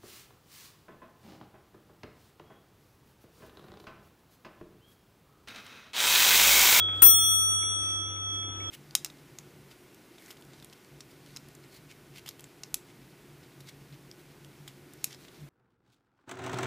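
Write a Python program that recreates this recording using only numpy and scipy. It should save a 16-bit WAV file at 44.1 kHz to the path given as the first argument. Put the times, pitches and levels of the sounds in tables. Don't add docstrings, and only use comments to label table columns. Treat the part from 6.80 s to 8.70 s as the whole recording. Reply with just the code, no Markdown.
import sys
import numpy as np
from scipy import signal
from scipy.fft import rfft, irfft
from scipy.io import wavfile

SR = 44100
rng = np.random.default_rng(int(sys.argv[2]) if len(sys.argv) > 2 else 0)


def transcribe(signal):
    frames = np.atleast_2d(signal).T
    limited = np.clip(frames, -1, 1)
    pcm = np.round(limited * 32767).astype(np.int16)
    wavfile.write(sys.argv[1], SR, pcm)


N = 83790
STRIKE_S = .2198


def undb(db):
    return 10 ** (np.asarray(db) / 20)


def since(start):
    return np.maximum(np.arange(N) / SR - start, 0)


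def ring(start, swell, t60):
    age = since(start)
    return (1 - np.exp(-age / max(swell, 1e-5))) * np.exp(-np.log(1000) * age / t60)


def ears(left, right):
    return np.array([[left], [right]])


def turn(hz, start):
    return np.exp(2j * np.pi * hz * since(start))


# frequency in Hz, how alike the ears are (1 is fully alike).
EAR_LIKENESS = [(60, 0.49), (250, 0.77), (600, 0.42), (2000, 0), (8000, 0)]
def noise(colour):
    log_hz = np.log(np.maximum(np.arange(N // 2 + 1) * SR / N, 1))
    read = lambda rows: np.interp(log_hz, np.log(np.array(rows)[:, 0]), np.array(rows)[:, 1])
    alike = read(EAR_LIKENESS)
    mid, side = rfft(rng.standard_normal((2, N)))
    spectrum = mid * np.sqrt(1 + alike) + ears(1, -.81) * side * np.sqrt(1 - alike)
    hiss = irfft(spectrum * undb(read(colour)), N)
    return hiss / np.sqrt(np.mean(hiss ** 2))


# frequency in Hz, relative level in dB.
AIR_COLOUR = [(25, -23), (45, -6), (63, 4), (85, -1), (130, -5.5), (200, -11), (310, -3.5), (420, -6.5),
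              (750, -13), (1500, -14.5), (2100, -18), (2700, -15), (3400, -15), (4300, -40.5), (6000, -37),
              (7800, -31.5), (10000, -39.5), (15500, -45.5)]
DRONE_COLOUR = [(100, -70), (200, -30), (270, -10), (305, 2), (335, -3.5), (380, -16), (520, -36.5),
                (1000, -90)]
# time in seconds, change of the air's level in dB.
AIR_SWELL = [(0, 2.5), (.3, 2), (.7, -1.5), (1.1, -0.8), (1.45, -3), (1.8, 0.3)]
# time in seconds, the drone's level in dB.
DRONE_LEVELS = [(0, -59.5), (.4, -57.5), (.75, -66), (1.05, -57), (1.5, -61), (1.7, -52.5), (1.9, -53)]
def room():
    air_db, hum_db, hum_hz = -49, -41.5, 99.5
    follow = lambda rows: np.interp(since(0), *np.array(rows).T)
    drone = undb(follow(DRONE_LEVELS)) * noise(DRONE_COLOUR)
    air = undb(air_db + follow(AIR_SWELL)) * noise(AIR_COLOUR)
    hum = undb(hum_db) * turn(hum_hz, 0).imag
    return drone + air + hum


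BELL_HZ = [1307.6, 3358, 5885.2, 8768, 11997, 14348, 15573]
# ring time in seconds, left level in dB, rough right level in dB.
LINGERING_TONES = [(5.2, -38.5, -41.5), (1.27, -22, -21), (1.2, -53.5, -61), (2.4, -62, -60.5)]
def lingering_bell():
    damp_s = .015
    out = 0
    for hz, (t60, left_db, right_db) in zip(BELL_HZ, LINGERING_TONES):
        tone = (ears(1j, .94) * turn(hz, 0)).imag
        out += undb(ears(left_db, right_db)) * tone * ring(0, 0, t60)
    return out * np.exp(-since(STRIKE_S) / damp_s)


# start in seconds, level in dB, ring time in seconds.
WHEEL_RUSTLES = [(.083, -57.5, .1), (0.115, -52, 0.11), (0.145, -53, 0.98), (0.639, -55.5, 0.66),
                 (0.818, -68, 0.62), (1.023, -50.5, .4), (1.083, -58, 0.51), (1.27, -61, 0.35),
                 (1.36, -74, .2), (1.518, -54, .35), (1.795, -72, .4)]
# frequency in Hz, relative level in dB.
WHEEL_COLOUR = [(800, -4.5), (2500, -1), (4500, -5.5), (6200, -12.5), (7800, -1.5), (10000, -15),
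                (12600, -8), (15500, -26.5)]
def striking_wheels():
    bursts = sum(undb(db) * ring(start, swell=.009, t60=t60) for start, db, t60 in WHEEL_RUSTLES)
    return noise(WHEEL_COLOUR) * bursts


# start in seconds, level in dB.
LEVER_KNOCKS = [(0.085, -42.5), (0.128, -47.5)]
# frequency in Hz, relative level in dB.
LEVER_COLOUR = [(200, -4.5), (1000, 2), (2500, 2.5), (3800, -38), (8000, -27.5)]
def hammer_lever():
    return noise(LEVER_COLOUR) * sum(undb(db) * ring(start, 0, t60=.15) for start, db in LEVER_KNOCKS)


# frequency in Hz, relative level in dB.
BLOW_COLOUR = [(60, -6.5), (250, -9), (500, -8), (800, -16), (1400, -1.5), (2000, -6), (3000, -4),
               (4500, -10.5), (7000, -3.5), (7900, -14), (9000, 1), (10500, -5), (12000, 1), (13300, -9.5),
               (14400, 4), (16000, -8.5)]
def hammer_blow():
    crack = undb(-14.5) * noise(BLOW_COLOUR) * ring(STRIKE_S, swell=0, t60=.028)
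    wash = undb(-22.5) * noise(BLOW_COLOUR) * ring(STRIKE_S, swell=.004, t60=.26)
    return crack + wash


CASE_PITCHES = [258, 287, 420, 1018, 1345, 2616, 2805, 4538, 5189, 9652, 11757]
# ring time in seconds, relative level in dB.
CASE_RINGS = [(.5, -39), (.45, -37), (.45, -42.5), (0.23, -35), (.14, -27), (.17, -34), (.3, -39),
              (.19, -41), (0.37, -46), (0.17, -34), (0.18, -34)]
def clock_case():
    out = 0
    for hz, (t60, db) in zip(CASE_PITCHES, CASE_RINGS):
        phase = rng.uniform(0, 1.6, (2, 1))
        tone = (turn(hz, STRIKE_S) * np.exp(1j * phase)).imag
        out += undb(db) * tone * ring(STRIKE_S, swell=.002, t60=t60)
    return out


def bell_tone(hz, t60, swell, flare_s, db, flare_db, twin_hz, share, dip_s, fade):
    age = since(STRIKE_S)
    twin = share * np.exp(-fade * age + 2j * np.pi * twin_hz * (age - dip_s))
    early_db = flare_db * np.exp(-(age / flare_s) ** 2)
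    return undb(db + early_db) * ring(STRIKE_S, swell, t60) * (1 - twin) * turn(hz, STRIKE_S)


# ring, swell and flare times in seconds, the left ear's lead in cycles.
BELL_SHAPES = [(10.5, 0.035, 0.1, -0.23), (10.7, 0.0299, 0.3, -0.34), (5.53, 0.008, 0.15, 0.38),
               (2.614, 0.00206, 0.13, -0.482), (0.87, 0.0023, 0.102, -0.26), (0.3, 0.0018, 0.037, 0.281),
               (0.473, 0.0256, 0.0362, 0.27)]
# relative level in dB, early boost or cut in dB, the twin's offset in Hz,
# its relative strength, time of a dip in the beating in seconds, the twin's extra fade per second.
BELL_LEFT = [(-36.5, -0.5, 9.5, 0.81, 0.04, 5.0), (-27, -0.3, -2, 2.39, 0.0601, 1.87),
             (-27.5, 6.5, 5, 0.695, 0.003, 1.23), (-17.0, 7.5, 0.9548, 1.61, 1.11, 1.42),
             (-17, 18, -6, 0.55, 0.014, 3.7), (-32, 20.0, 13.5, 1, 0.0219, 6.67),
             (-6, -8, -7, 1.15, 0.0837, 3.55)]
BELL_RIGHT = [(-37, 1.5, 9.5, 0.316, 0.0436, 1.1), (-27, 2.5, -2.5, 0.43, 0.33, -0.38),
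              (-23, -8.5, 0.337, 0.31, 1.255, -0.43), (-21.5, 16.5, -1.0, 0.92, 0.048, 2.6),
              (-11, -12.5, 2.5, 1.5, 0.21, 3), (-32, 3.5, 29.5, 0.551, 0.023, 6),
              (-3, 10.5, -0.0659, 0.732, 0.69, 3.5)]
def bell():
    out = 0
    for hz, (t60, swell, flare_s, lead), left, right in zip(BELL_HZ, BELL_SHAPES, BELL_LEFT, BELL_RIGHT):
        pair = np.array([bell_tone(hz, t60, swell, flare_s, *ear) for ear in (left, right)])
        out += (pair * ears(np.exp(2j * np.pi * lead), 1)).imag
    return out


SHIMMER_LEVELS = [-38.5, -32, -35.5, -27, -22, -28, -26]
def shimmer():
    width_hz = 70
    hz = np.arange(N // 2 + 1) * SR / N
    out = 0
    for centre, db in zip(BELL_HZ, SHIMMER_LEVELS):
        distance = (hz - centre) / width_hz
        band = irfft(rfft(rng.standard_normal((2, N))) / (1 + distance ** 2), N)
        out += undb(db) * band / np.std(band)
    return out * ring(STRIKE_S, swell=.0058, t60=.3)


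# start in seconds, relative level in dB.
TICK_TIMES = [(0.3827, -44.5), (.8281, -37.5), (1.263, -53), (1.3619, -49.5), (1.6298, -48),
              (1.8039, -38.5), (1.8393, -52.5)]
# frequency in Hz, relative level in dB.
CLICK_COLOUR = [(800, -15), (2250, 12), (4000, -20.5), (8000, -13), (15000, -29.5)]
# pitch in Hz, ring time in seconds, relative level in dB.
PING_TONES = [(2265, 0.11, 0), (2226, .1, -7), (2375, .06, -9)]
def escapement():
    click_db, ping_db = -14, -5
    bursts = pings = 0
    for start, db in TICK_TIMES:
        bursts += undb(db + click_db) * ring(start, 0, t60=.048)
        for hz, t60, tone_db in PING_TONES:
            tone = (ears(1j, 1) * turn(hz, start)).imag
            pings += undb(db + ping_db + tone_db) * tone * ring(start, 0, t60)
    return noise(CLICK_COLOUR) * bursts + pings


def scene():
    clang = (hammer_blow() + clock_case() + shimmer()) * undb(ears(1.5, -1.5))
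    clockwork = escapement() + striking_wheels() + hammer_lever()
    return room() + lingering_bell() + clockwork + clang + undb(.3) * bell()


def record(dry):
    top_hz = 16100
    lowpass = signal.ellip(10, .1, 70, top_hz, fs=SR, output="sos")
    return signal.sosfilt(lowpass, np.clip(dry, -1, 1))


dry = scene()
out = record(dry)
transcribe(out)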